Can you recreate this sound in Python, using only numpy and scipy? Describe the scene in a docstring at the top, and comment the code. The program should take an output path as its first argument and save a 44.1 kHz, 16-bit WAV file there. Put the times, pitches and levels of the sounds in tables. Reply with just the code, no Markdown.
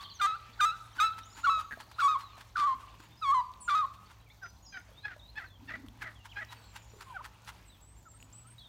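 """A farmyard in front of a sheet-metal shed: a near turkey yelps eight times, two membranes and rasping air;
a farther one clucks hoarsely on, a falling stack of partials through a throat peak, with a purr of clicks.
Songbirds whistle and trill in the hedges as gliding sines, goats' hooves ring briefly on wet concrete,
and short swishes of noise come in loose runs. Scattered reflections answer the animals over a low hum,
distant traffic and air."""
import sys
import numpy as np
from scipy import signal
from scipy.fft import rfft, irfft, next_fast_len
from scipy.io import wavfile
from scipy.ndimage import uniform_filter1d

SR = 44100
rng = np.random.default_rng(int(sys.argv[2]) if len(sys.argv) > 2 else 0)


def wrap_up_sound(samples):
    """Save the sound to the file named by the first command line argument, as 16-bit audio."""
    columns = np.atleast_2d(samples).T
    # keep every value between -1 and 1, then stretch to whole-number steps
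    tamed = np.clip(columns, -1, 1)
    steps = np.round(tamed * 32767).astype(np.int16)
    wavfile.write(sys.argv[1], SR, steps)


def ratio_of_db(decibels):
    """Turn decibels (scalar or array-like) into linear amplitude factors; 0 dB maps to 1."""
    return 10 ** (np.asarray(decibels, float) / 20)


N = 382788  # samples

# Near turkey, one table a yelp. Each row: time in seconds, pitch in Hz, level in dB,
# beak opening as overtone level in dB.
YELPS = [
    [(0.194, 1238, -55, -7), (0.201, 1499, -34.5, -6), (0.21, 1421, -30, -42), (0.216, 1213, -28, -4.5),
     (0.262, 1190, -24.5, -20), (0.269, 1298, -29.5, -16), (0.318, 1275, -35.5, -10.5),
     (0.351, 1354, -38, -15), (0.363, 1507, -48, -13)],
    [(0.59, 1303, -53, -26), (0.596, 1478, -39.5, -34), (0.606, 1558, -24, -12), (0.612, 1207, -26.5, -3.5),
     (0.65, 1217, -21, -17.5), (0.656, 1323, -26, -13), (0.707, 1295, -33, -5.5), (0.755, 1505, -52, -20)],
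    [(0.982, 1470, -46.5, -3), (0.994, 1516, -28.5, -13), (0.997, 1447, -27, -16),
     (1.003, 1207, -24.5, -3.5), (1.042, 1329, -23.5, -15), (1.069, 1314, -30.5, -1.5),
     (1.108, 1290, -35, -22), (1.138, 1346, -46, -7)],
    [(1.432, 1290, -50, -31), (1.444, 1400, -29.5, -11.5), (1.453, 1466, -26.5, -13),
     (1.459, 1383, -25.5, -13), (1.467, 1323, -23.5, -33), (1.472, 1122, -25.5, -11.5),
     (1.494, 1117, -21, -32), (1.499, 1316, -26.5, -9), (1.6, 1265, -34, -12), (1.62, 1217, -44, -43)],
    [(1.984, 1170, -40.5, -12), (1.996, 1459, -29, -18), (2.018, 1295, -27, -11.5), (2.024, 1109, -27, -14),
     (2.05, 1144, -22, -17.5), (2.078, 1101, -23.5, -26), (2.083, 1271, -27, -13.5),
     (2.137, 1234, -30.5, -16.5), (2.161, 1042, -27, -28), (2.178, 1150, -43, -15)],
    [(2.551, 1085, -64, -5), (2.56, 1488, -27, -44), (2.566, 1384, -31.5, -32), (2.572, 1213, -28.5, -17),
     (2.641, 1133, -26, -23.5), (2.668, 1208, -27.5, -38), (2.676, 1094, -27, -29), (2.735, 1035, -30, -31),
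     (2.749, 1076, -49.5, -8.5)],
    [(3.214, 1287, -53, -40), (3.226, 1310, -33.5, -9), (3.256, 1119, -31.5, -11.5), (3.31, 1080, -24, -20),
     (3.337, 1214, -25, -39), (3.346, 1050, -25.5, -21), (3.409, 964, -29, -25), (3.415, 1070, -32.5, -32),
     (3.427, 1010, -53.5, -24)],
    [(3.675, 1250, -54, -25), (3.681, 1428, -31, -13), (3.69, 1427, -22.5, -38), (3.696, 1199, -28.5, -5.5),
     (3.745, 1141, -24.5, -25.5), (3.753, 1272, -24.5, -17.5), (3.81, 1244, -30, -16.5),
     (3.843, 1056, -30, -51), (3.853, 1080, -29.5, -28), (3.864, 1160, -59, -30)],
]
# The voice of each yelp. Each row: pitch of the lower membrane in Hz, its side tones in dB, rasp in dB,
# shine of the highest partials in dB, length of the rough voice break in seconds.
YELP_VOICE = [(800, -13.5, -23.5, -4, 0.0071), (800, -18.5, -30, -2, .004), (850, -19, -26, -9, 0.014),
              (800, -26, -27, -8.5, 0.0074), (800, -45, -22.5, -3.5, 0.018), (800, -26, -19.5, -7.5, 0.059),
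              (600, -31, -32, -6.5, 0.0022), (800, -21, -23.5, -7.5, .03)]
# Throat and beak resonances of the yelp. Each row: frequency in Hz, gain in dB.
YELP_THROAT = [(250, -29), (500, -15.5), (800, -7.5), (1500, 7), (2500, -8.5), (3800, -3.5), (5000, -18.5),
               (6300, -7), (8500, -12), (11000, -25), (15000, -19.5)]
# Spectrum of the air rasping in the yelp. Each row: frequency in Hz, relative level in dB.
RASP = [(400, -37.5), (1400, 9), (2300, -8.5), (4300, -2.5), (6500, -17), (15000, -33)]
# Far turkey, one table a cluck. Each row: time in seconds, pitch in Hz, level in dB.
CLUCKS = [
    [(4.414, 800, -70), (4.428, 790, -45), (4.44, 747, -47.5), (4.448, 692, -41), (4.458, 670, -49),
     (4.485, 643, -69)],
    [(4.724, 800, -61), (4.746, 774, -44), (4.78, 730, -46), (4.818, 708, -63)],
    [(5.033, 840, -64), (5.056, 855, -35.5), (5.074, 844, -51.5), (5.1, 800, -50), (5.112, 760, -52),
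     (5.122, 740, -47), (5.15, 630, -67)],
    [(5.355, 845, -60), (5.385, 862, -37.5), (5.405, 728, -53), (5.43, 614, -50), (5.445, 760, -47),
     (5.465, 730, -60)],
    [(5.675, 892, -62), (5.695, 863, -42), (5.706, 634, -49.5), (5.72, 644, -43.5), (5.732, 645, -54),
     (5.742, 636, -41), (5.76, 632, -50), (5.785, 630, -84)],
    [(6.008, 860, -60), (6.027, 837, -39.5), (6.036, 675, -53.5), (6.075, 630, -43.5), (6.095, 610, -57),
     (6.12, 603, -68)],
    [(6.357, 792, -58), (6.369, 800, -43), (6.405, 855, -40.5), (6.413, 636, -47), (6.43, 632, -42),
     (6.454, 636, -78)],
    [(7.135, 773, -59), (7.152, 800, -40.5), (7.168, 739, -37), (7.187, 558, -55), (7.2, 618, -43.5),
     (7.208, 720, -58)],
]
# The voice of each cluck. Each row: relative neck length (longer lowers the throat's peak),
# lift of the overtones at the start in dB, rasp when loudest in dB.
CLUCK_VOICE = [(1.24, -16, -13.5), (1.08, 9, -12), (1.09, 7, -15), (1.05, 8, -14.5), (0.91, 4.5, -7),
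               (0.94, -1, -8.5), (0.94, 1, -10.5), (1.374, -2.5, -27.5)]
# Throat resonances of the cluck. Each row: frequency in Hz, gain in dB.
CLUCK_THROAT = [(500, -12.5), (900, -16.5), (1400, -1.5), (1900, 1.5), (2500, -10), (3400, -15),
                (5000, -24), (9000, -40.5)]
# Soft turkey peeps. Each row: start in seconds, length in seconds, first pitch in Hz, last pitch in Hz,
# peak level in dB.
PEEPS = [(7.064, 0.045, 1072, 1027, -52), (7.104, .036, 1030, 896, -46), (7.203, 0.018, 850, 1140, -45.5),
         (8.054, 0.032, 1440, 1240, -55), (8.14, .03, 1290, 1360, -67), (8.444, 0.055, 1230, 1495, -64)]
# Whistled songbird notes. Each row: start in seconds, length in seconds, first pitch in Hz,
# last pitch in Hz, peak level in dB.
WHISTLES = [ (0.038, 0.024, 4190, 3400, -52.5), (0.099, 0.032, 4630, 3860, -51.5),
            (0.139, 0.043, 6730, 5500, -56.5), (0.921, 0.026, 5200, 6340, -67),
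            (1.21, 0.038, 3600, 3900, -60), (1.232, .035, 5500, 7140, -61), (1.3, 0.038, 4860, 5600, -61.5),
            (1.43, .047, 3600, 4250, -57), (1.935, 0.027, 3900, 4300, -63),
            (2.204, 0.12, 4300, 3550, -58.5), (2.316, 0.064, 4360, 3900, -63),
            (2.98, 0.11, 7046, 6800, -73), (2.984, 0.075, 7890, 7450, -76), (3.11, 0.065, 3580, 3630, -69),
            (3.17, 0.035, 4900, 5280, -65.5), (3.198, 0.038, 4970, 4780, -68),
            (3.38, 0.062, 4950, 4600, -70), (3.45, .03, 4600, 4520, -68), (3.61, 0.065, 8000, 7000, -51),
            (3.603, 0.061, 9680, 8260, -56), (4.261, 0.026, 2500, 2160, -63),
            (4.301, 0.025, 2130, 2440, -61.5), (4.299, 0.028, 3400, 3780, -59.5),
            (4.422, 0.017, 5400, 6000, -68), (4.433, 0.078, 6000, 6000, -60.5),
            (4.425, 0.096, 5020, 4990, -65), (4.627, 0.079, 6700, 6710, -62),
            (4.652, 0.031, 5800, 5050, -58.5), (4.662, 0.13, 4990, 4925, -59.5),
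            (4.69, 0.11, 6180, 6300, -64.5), (4.921, .045, 3200, 3550, -65.5),
            (4.966, 0.049, 3550, 3940, -58.5), (5.02, 0.051, 3950, 4300, -57),
            (5.193, .022, 3930, 3170, -59), (5.215, 0.054, 3650, 3860, -56),
            (5.278, 0.032, 3900, 4310, -56), (5.455, 0.049, 4500, 3670, -66),
            (5.501, 0.073, 3570, 3150, -64), (6.152, 0.045, 3450, 2950, -61.5),
            (6.195, 0.052, 2850, 2730, -64), (6.29, 0.022, 3100, 3400, -57),
            (6.315, 0.022, 3330, 2000, -50), (6.486, 0.037, 3870, 3850, -59),
            (6.553, 0.053, 4500, 4450, -68), (6.63, 0.053, 4350, 4250, -67), (6.693, .03, 4200, 4100, -66),
            (6.895, 0.036, 5750, 5684, -69.5), (6.95, .055, 5940, 6190, -75),
            (7.651, 0.084, 8200, 8500, -69.5), (7.672, 0.038, 7640, 7900, -64.5),
            (7.688, .06, 4110, 3410, -64), (7.745, 0.026, 3620, 3030, -63), (7.81, 0.1, 7620, 8050, -64),
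            (7.885, .068, 8200, 8460, -68), (7.955, 0.058, 7200, 7735, -66.5),
            (8.013, .04, 6900, 7400, -69), (8.058, 0.031, 6970, 7200, -65.5),
            (8.087, 0.055, 7768, 7230, -62), (8.14, 0.036, 8500, 8340, -60),
            (8.188, 0.068, 6950, 7000, -64.5), (8.2, 0.058, 7600, 7840, -66),
            (8.324, 0.013, 4800, 7600, -60), (8.327, .03, 7300, 7940, -57.5),
            (8.35, 0.083, 8060, 7730, -57.5), (8.466, 0.028, 8700, 8500, -62),
            (8.501, 0.043, 8550, 8560, -62.5), (8.582, .022, 3760, 3870, -51),
            (8.591, .045, 4550, 3530, -58), (8.596, 0.054, 3550, 3240, -56.5),
            (8.647, 0.038, 3800, 3500, -57.5), ]
# Buzzy songbird trills, one table a trill. Each row: time in seconds, top pitch in Hz,
# level in dB ahead of the mix, down-slur in Hz, notes a second.
TRILLS = [
    [(1.26, 7130, -52, 600, 81), (1.35, 7230, -51, 887, 60), (1.5, 7050, -53.5, 1208, 43),
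     (1.75, 6800, -64, 1170, 55)],
    [(6.54, 8760, -65, 500, 28), (6.65, 7790, -59.5, 600, 31), (6.85, 7100, -58, 900, 28),
     (7.0, 7350, -62, 300, 19), (7.16, 6850, -74, 300, 43)],
]
# Short swishes, as of feet through wet grass. Each row: middle in seconds, level in dB, length in ms.
PUFFS = [(.026, -53.5, 37), (.78, -63.5, 33), (.97, -53.5, 31), (1.19, -50, 23), (1.388, -50.5, 42),
         (1.602, -49.5, 41), (1.81, -47.5, 20), (1.92, -56, 22), (2.01, -57.5, 84), (2.211, -52.5, 44),
         (2.385, -55.5, 26), (2.413, -52, 17), (2.815, -56.5, 31), (3.005, -55, 11.6), (3.042, -61, 41),
         (3.945, -57, 14), (4.115, -60.5, 38), (5.866, -63, 7.9), (6.027, -51.5, 30), (6.259, -51.5, 18.5),
         (6.526, -50, 31), (6.766, -47, 19), (7.018, -48.5, 22), (7.257, -48.5, 26), (7.49, -47, 26)]
# Spectrum of the swishes ahead of the tilt. Each row: frequency in Hz, relative level in dB per Hz.
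PUFF_COLOUR = [(180, -53.5), (300, -15.5), (541, -37), (884, 9), (1170, 0.5), (1310, 7), (1880, -1),
               (2360, -4), (2650, -3), (15000, -25.5)]
# Hooves on wet concrete. Each row: time in seconds, level in dB ahead of damping, ring in Hz.
HOOVES = [(0.491, -55.5, 244), (0.972, -53, 295), (1.174, -56.5, 251), (1.376, -51.5, 290),
          (1.464, -62, 208), (1.573, -45.5, 644), (1.729, -52, 240), (1.774, -41, 670), (2.378, -46.5, 690),
          (2.591, -47, 304.6), (2.748, -52.5, 265), (2.8474, -46.5, 1138), (2.9413, -47, 1004),
          (3.0, -51, 311.7), (3.5177, -52, 5950), (3.5379, -43, 3860), (3.599, -56.5, 195),
          (3.848, -48.5, 657), (4.011, -55, 185), (4.0314, -47.5, 1220), (4.89, -51, 630),
          (4.916, -53, 536), (5.164, -46, 613), (5.6087, -53, 900), (5.885, -40.5, 3300),
          (6.449, -41.5, 5500), (6.6428, -46, 4160), (6.936, -48, 447), (6.965, -50, 392),
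          (7.4205, -50.5, 7500), (7.4485, -45, 6500), (8.2027, -48.5, 2620), (8.227, -40, 2800)]
# Rustle of the herd. Each row: time in seconds, level in dB.
RUSTLE = [(0, -67), (1.5, -66.5), (3, -66.5), (4.3, -73), (5.6, -71.5), (6.5, -64.5), (7.5, -67.5),
          (8, -74.5), (8.68, -72.5)]
# Spectrum of the rustle. Each row: frequency in Hz, relative level in dB per Hz.
RUSTLE_COLOUR = [(300, -16), (900, 0), (2500, -1.5), (5000, -10.5), (12000, -20)]
# Activity of the distant songbirds. Each row: time in seconds, gain in dB ahead of the mix.
CHATTER = [(0, -41), (.3, -58), (1.5, -53.5), (3.2, -70), (4, -58), (4.4, -64.5), (5.5, -73), (6.3, -66),
           (7.2, -71), (8.68, -94)]
# Low grumbles. Each row: start in seconds, length in seconds, level at the onset in dB.
GRUMBLE = [(5.581, 0.57, -57), (8.1, 0.477, -68)]
# Wavering hum. Each row: time in seconds, level in dB.
HUM = [(0.0, -67), (1.14, -58.5), (1.52, -63.5), (5.36, -64), (5.51, -58), (8.12, -65.5), (8.58, -58),
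       (8.68, -89)]
# Spectrum of traffic and air. Each row: frequency in Hz, relative level in dB per Hz.
YARD = [(15, -41.5), (25, -28.5), (53, 9.5), (91, -1.5), (119, -4.5), (156, -5), (402, -19), (979, -13.5),
        (1870, -39), (3290, -27.5), (4940, -29.5), (6290, -27), (10500, -44.5), (14500, -31),
        (15700, -41.5)]

# Yelp: rasp grows with the beak opening (dB per dB, around a middle opening),
# side tones with effort (dB per dB); both fade along the call.
BEAK_MID_DB, RASP_PER_BEAK, RASP_FADE_DB_S = -15.5, 0.5, 19.5
SIDE_PER_EFFORT, SIDE_FADE_DB_S = 0.9, 33
# Where the pitch first drops the voice breaks: rasp jumps up, the pitch shakes, the tone stutters.
BREAK_RASP_DB, BREAK_JITTER, RASP_TOP_DB = 11, 0.02, -11
STUTTER_HZ, STUTTER_DEPTH = 150, 0.65
# Cluck: overtones die along the call; the further the voice sinks, the larger the share of rasp (dB per dB).
CLUCK_DULL_DB_S, RASP_PER_WEAKNESS = 300, 0.55
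# Purr: start in seconds, number of clicks, clicks a second, typical level ahead of damping and ring.
PURR_S, PURR_CLICKS, PURR_PER_S, PURR_DB, PURR_HZ = 1.71, 5, 145, -35, 1627
# Notes swell to their peak at this share of their length; their ends lie this far below.
NOTE_PEAK_SHARE, NOTE_START_DB, NOTE_END_DB = 0.33, -3.5, -7
PUFF_TILT_DB = 1.3  # extra brightness per octave
GRUMBLE_FADE_DB_S = 14
HUM_HZ, HUM_WIDTH_HZ = 105.5, 5.9  # middle pitch and spread of its wander
YARD_DB = -60
SHED_T60_S, SHED_DB, HEDGE_DB, YARD_WALL_DB = 0.65, -15.5, -5, -7


def unit(x):
    """Scale to rms 1."""
    return x / np.sqrt(np.mean(x ** 2))


def colour(points, hz):
    """Gain of a (Hz, dB) spectrum at hz, read along log frequency."""
    f, db = np.transpose(points)
    return ratio_of_db(np.interp(np.log(np.maximum(hz, 1)), np.log(f), db))


def noise(points, size=N):
    """Noise of a given spectrum, rms 1."""
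    n = next_fast_len(size)
    spectrum = rfft(rng.standard_normal(n)) * colour(points, np.fft.rfftfreq(n, 1 / SR))
    return unit(irfft(spectrum, n)[:size])


def hump(hz, width_hz, size=N):
    """Noise in one resonance, rms 1."""
    n = next_fast_len(size)
    detune = (np.fft.rfftfreq(n, 1 / SR) - hz) / width_hz
    spectrum = rfft(rng.standard_normal(n)) / (1 + detune ** 2)
    return unit(irfft(spectrum, n)[:size])


def walk(rate, size=N):
    """Smooth random wander, rms 1; a higher rate wanders faster."""
    k = max(int(SR / rate), 1)
    rough = rng.standard_normal(size + 4 * k)
    smooth = uniform_filter1d(uniform_filter1d(rough, k), k)
    return unit(smooth[2 * k:2 * k + size])


def curve(rows):
    """A (s, dB) table as a gain for every sample, practically silent outside it."""
    s, db = np.transpose(rows)
    return ratio_of_db(np.interp(np.arange(N) / SR, s, db, -120, -120))


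def spread(rows):
    """Start sample, the columns sample by sample, and a soft-edged gate."""
    s, *columns = np.transpose(rows)
    start = int(s[0] * SR)
    t = np.arange(start, int(s[-1] * SR)) / SR
    gate = np.clip(np.minimum(t - s[0], s[-1] - t) / 0.00082, 0, 1)
    return start, [np.interp(t, s, c) for c in columns], gate


def add(out, start, x):
    """Mix x into out from sample start."""
    x = x[max(-start, 0):N - start]
    out[max(start, 0):max(start, 0) + len(x)] += x


def yelp(rows, lower_hz, side_db, rasp_db, shine_db, break_s):
    """A pure whistle with overtones; a second membrane adds sum and difference tones, air adds rasp."""
    start, (hz, level_db, over_db), gate = spread(rows)
    n = len(hz)
    age = np.arange(n) / SR
    effort_db = level_db - level_db.max()
    side_db = side_db + SIDE_PER_EFFORT * effort_db - SIDE_FADE_DB_S * age

    # the break starts at the highest pitch of the first quarter
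    since = age - age[np.argmax(hz[:n // 4])]
    broken = np.clip(since / 0.004, 0, 1) * np.exp(-(since / break_s) ** 2)
    rasp_db = rasp_db + RASP_PER_BEAK * (over_db - BEAK_MID_DB) - RASP_FADE_DB_S * age
    rasp_db = np.minimum(rasp_db + BREAK_RASP_DB * broken, RASP_TOP_DB)
    stutter = np.cos(2 * np.pi * np.cumsum(STUTTER_HZ * (1 + 0.29 * walk(60.8, n))) / SR)

    jitter = 0.0027 + 0.048 * ratio_of_db(rasp_db) + BREAK_JITTER * broken
    upper = 2 * np.pi * np.cumsum(hz * (1 + jitter * walk(400, n))) / SR
    lower = 2 * np.pi * np.cumsum(lower_hz * (1 + 0.016 * walk(110, n))) / SR
    # the highest partials need effort: they fade first as the call weakens
    dull_db = shine_db + 1.56 * effort_db

    def throat(f):
        """Gain of one partial, more ragged the higher it lies."""
        high = np.clip((f - 4200) / 2500, 0, 1)
        ragged_db = (1.0 + 1.17 * high + 5.7 * ratio_of_db(rasp_db)) * walk(267, n)
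        return colour(YELP_THROAT, f) * ratio_of_db(high * dull_db + ragged_db)

    tone = np.sin(upper) * ratio_of_db(0.66 * walk(150, n))
    for k in range(2, 13):
        tone += ratio_of_db(over_db) * throat(k * hz) * np.sin(k * upper + k * k)
    for k in range(0, 10):
        tone += ratio_of_db(side_db) * throat(k * hz + lower_hz) * np.sin(k * upper + lower + k)
        difference = np.sin((k + 1) * upper - lower)
        tone += ratio_of_db(side_db - 5.0) * throat((k + 1) * hz - lower_hz) * difference
    # leaking air pulses with the upper membrane and with the difference of the two
    leak = (1 + 0.13 * np.cos(upper)) * (1 + 0.15 * np.cos(upper - lower)) * ratio_of_db(3.3 * walk(210, n))
    voice = np.sqrt(2) * tone + ratio_of_db(rasp_db) * leak * noise(RASP, n)
    voice = voice * (1 - STUTTER_DEPTH * broken * (1 - stutter) / 2)
    return start, voice * ratio_of_db(level_db) * gate


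def cluck(rows, neck, over_db, rasp_db):
    """A hoarse stack; the throat lifts whichever partial lies near its peak, rasp shakes pitch and level."""
    start, (hz, level_db), gate = spread(rows)
    n = len(hz)
    over_db = np.maximum(over_db - CLUCK_DULL_DB_S * np.arange(n) / SR, -25)
    sunk_db = np.maximum.accumulate(level_db) - level_db
    rasp = ratio_of_db(rasp_db + RASP_PER_WEAKNESS * sunk_db)
    shake = np.minimum(rasp, 0.7)
    phase = 2 * np.pi * np.cumsum(hz * (1 + 0.1054 * shake * np.tanh(walk(204, n)))) / SR
    voice = rasp * noise(CLUCK_THROAT, n) * ratio_of_db(8.8 * np.tanh(walk(150, n)))
    for k in np.arange(1, 7, 0.5):
        # strong and weak cycles alternate when hoarse, filling in lines halfway between the partials
        half = np.minimum(0.42 * rasp, 1) if k % 1 else 1
        throat_hz = k * hz * neck
        lift_db = over_db * np.clip((throat_hz - 2050) / 300, 0, 1)
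        lift_db = lift_db + 3.3 * shake * np.tanh(walk(116, n))
        gain = half * ratio_of_db(lift_db) * colour(CLUCK_THROAT, throat_hz)
        voice += np.sqrt(2) * gain * np.sin(k * phase + k * k)
    # the breath comes in small jerks
    return start, voice * ratio_of_db(level_db + 2.34 * np.tanh(walk(125, n))) * gate


def knocks(rows, cycles, grit):
    """Each contact is a ring damped within a few cycles, with a speck of grit."""
    out = np.zeros(N)
    t = np.arange(1500) / SR
    for s, db, hz in rows:
        ring = np.sin(2 * np.pi * hz * t) * np.exp(-t * hz / cycles)
        speck = grit * rng.standard_normal(len(t)) * np.exp(-t / 0.0038)
        add(out, int(s * SR), ratio_of_db(db) * (ring + speck))
    return out


def purr():
    """A short creaky purr: a few separate throat clicks, each a damped ring."""
    rows = []
    for k, (size, pitch) in enumerate(rng.standard_normal((PURR_CLICKS, 2))):
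        rows.append((PURR_S + k / PURR_PER_S, PURR_DB + 2.5 * size, PURR_HZ * (1 + 0.1 * pitch)))
    return knocks(rows, cycles=9, grit=0.05)


def whistle(rows):
    """A near sine with a slight tremble of pitch and level."""
    start, (hz, level_db), gate = spread(rows)
    n = len(hz)
    tremble_hz = np.minimum(0.012 * hz, 38) * walk(220, n)
    phase = 2 * np.pi * np.cumsum(hz + tremble_hz) / SR
    return start, np.sqrt(2) * np.sin(phase) * ratio_of_db(level_db + 2.94 * walk(120, n)) * gate


def note(s, length, first_hz, last_hz, db):
    """One whistled glide with a quick swell and a slower fade."""
    peak_hz = first_hz + NOTE_PEAK_SHARE * (last_hz - first_hz)
    return whistle([(s, first_hz, db + NOTE_START_DB),
                    (s + NOTE_PEAK_SHARE * length, peak_hz, db),
                    (s + length, last_hz, db + NOTE_END_DB)])


def trill(rows):
    """Tiny down-slurred notes in quick succession."""
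    start, (hz, level_db, slur_hz, per_s), gate = spread(rows)
    n = len(hz)
    beat = np.cumsum(per_s * (1 + 0.022 * walk(23.5, n))) / SR % 1  # 0 to 1 through each note
    phase = 2 * np.pi * np.cumsum(hz - slur_hz * beat ** 2) / SR
    return start, np.sin(phase) * np.sin(np.pi * beat) * ratio_of_db(level_db + 1.03 * walk(49, n)) * gate


def puffs():
    """Grainy swishes: coloured noise that swells and dies quickly, with a fainter, wider skirt."""
    out = np.zeros(N)
    t = np.arange(-4410, 4410) / SR
    points = [(hz, d + PUFF_TILT_DB * np.log2(hz / 1500)) for hz, d in PUFF_COLOUR]
    for s, db, ms in PUFFS:
        swell = np.exp(-(t / (ms / 2000)) ** 2) + 0.22 * np.exp(-(t / (ms / 700)) ** 2)
        grain = ratio_of_db(db + 2.4 * walk(490, len(t)))
        add(out, int(s * SR) - 4410, noise(points, len(t)) * grain * swell)
    return out


def shuffle():
    """Many fainter hoof ticks at random, and the herd's rustle, patchy in each band."""
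    when, size, pitch = rng.random((400, 3)).T
    ticks = np.transpose([when * N / SR, -60 - 12 * size, 700 * 2 ** (2.5 * pitch)])
    hz = np.fft.rfftfreq(N, 1 / SR)
    whole = rfft(noise(RUSTLE_COLOUR))
    swell = walk(13.8)  # shared by all bands
    rustle = 0
    for lo in 200 * 1.5 ** np.arange(11):
        band = irfft(whole * (hz >= lo) * (hz < 1.5 * lo), N)
        rustle = rustle + band * ratio_of_db(2.2 * swell + 2.4 * walk(8.6) + 2.8 * walk(223))
    return knocks(ticks, cycles=0.59, grit=0.71) + curve(RUSTLE) * rustle


def chatter():
    """Many distant songbirds: short random slurs of like size."""
    out = np.zeros(N)
    for when, pitch, slur, length, size in rng.random((500, 5)):
        s, hz, db = when * N / SR, 3200 + 1500 * pitch, -9 * size
        end = (s + 0.0059 + 0.014 * length, hz + 1500 * (slur - 0.6), db - 3)
        add(out, *whistle([(s, hz, db), end]))
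    return curve(CHATTER) * out


def echo(x, t60_s, gap_s, dull_db):
    """Scattered reflections after a short gap; the bright part dies sooner than the rest."""
    t = np.arange(int(1.2 * SR)) / SR
    bright = rng.standard_normal(len(t)) * np.exp(-np.log(1000) * t / (0.23 * t60_s))
    late = noise([(300, 13.5), (1200, -2.5), (9000, dull_db)], len(t))
    late = late * np.exp(-np.log(1000) * t / t60_s)
    tail = (0.5 * bright + late) * np.clip((t - gap_s) / 0.0072, 0, 1)
    return signal.fftconvolve(x, tail / np.sqrt(np.sum(tail ** 2)))[:N]


def grumble():
    """Low rough sounds, noise in one resonance, that set in quickly, fade and stop."""
    t = np.arange(N) / SR
    shape = 0
    for s, length, db in GRUMBLE:
        edges = np.clip(np.minimum((t - s) / 0.042, (s + length - t) / 0.11), 0, 1)
        shape = shape + ratio_of_db(db - GRUMBLE_FADE_DB_S * (t - s)) * edges
    return shape * hump(256, 48) * ratio_of_db(3.3 * walk(33))


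def hum():
    """A low sine that wanders in pitch and wavers in level."""
    phase = 2 * np.pi * np.cumsum(HUM_HZ + HUM_WIDTH_HZ * walk(6.09)) / SR
    return curve(HUM) * np.sqrt(2) * np.sin(phase) * ratio_of_db(1.4 * walk(8.6))


def yard():
    """Traffic and air in octave bands that flicker alone, hum, grumbles and the dying echo of an earlier yelp."""
    hz = np.fft.rfftfreq(N, 1 / SR)
    whole = rfft(noise(YARD))
    bands = 0
    for lo in 20 * 2. ** np.arange(10):
        band = irfft(whole * (hz >= lo) * (hz < 2 * lo), N)
        bands = bands + band * ratio_of_db(0.58 * walk(0.83) + 1.4 * walk(15.2))
    earlier = curve([(0, -50), (0.07, -53.5), (0.2, -77)]) * hump(1135, 40)
    return ratio_of_db(YARD_DB) * bands + hum() + grumble() + earlier


def scene():
    """Near and far birds, small sounds, their echoes and the yard."""
    near = puffs() + knocks(HOOVES, cycles=3.0, grit=0.12)
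    across, far = purr(), shuffle()
    # birds deep in the hedges arrive mostly as scattered sound
    hidden = chatter()
    for rows, voice in zip(YELPS, YELP_VOICE):
        add(near, *yelp(rows, *voice))
    for rows, voice in zip(CLUCKS, CLUCK_VOICE):
        add(across, *cluck(rows, *voice))
    for row in PEEPS:
        add(across, *note(*row))
    for row in WHISTLES:
        add(far, *note(*row))
    for rows in TRILLS:
        add(hidden, *trill(rows))
    wet = ratio_of_db(SHED_DB) * echo(near, SHED_T60_S, gap_s=0.004, dull_db=-6.5)
    wet += ratio_of_db(HEDGE_DB) * echo(far + hidden, 0.68, gap_s=0.0021, dull_db=-7.5)
    wet += ratio_of_db(YARD_WALL_DB) * echo(across, 0.37, gap_s=0.0022, dull_db=11)
    return (near + across + far + 0.47 * hidden + wet + yard())[None]


def low_pass(x):
    """Removes everything above the highest recorded frequency."""
    return signal.sosfilt(signal.butter(12, 15890, fs=SR, output="sos"), x)


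def record(dry):
    """Deliver the finished mix."""
    return low_pass(dry)


dry = scene()
out = record(dry)
wrap_up_sound(out)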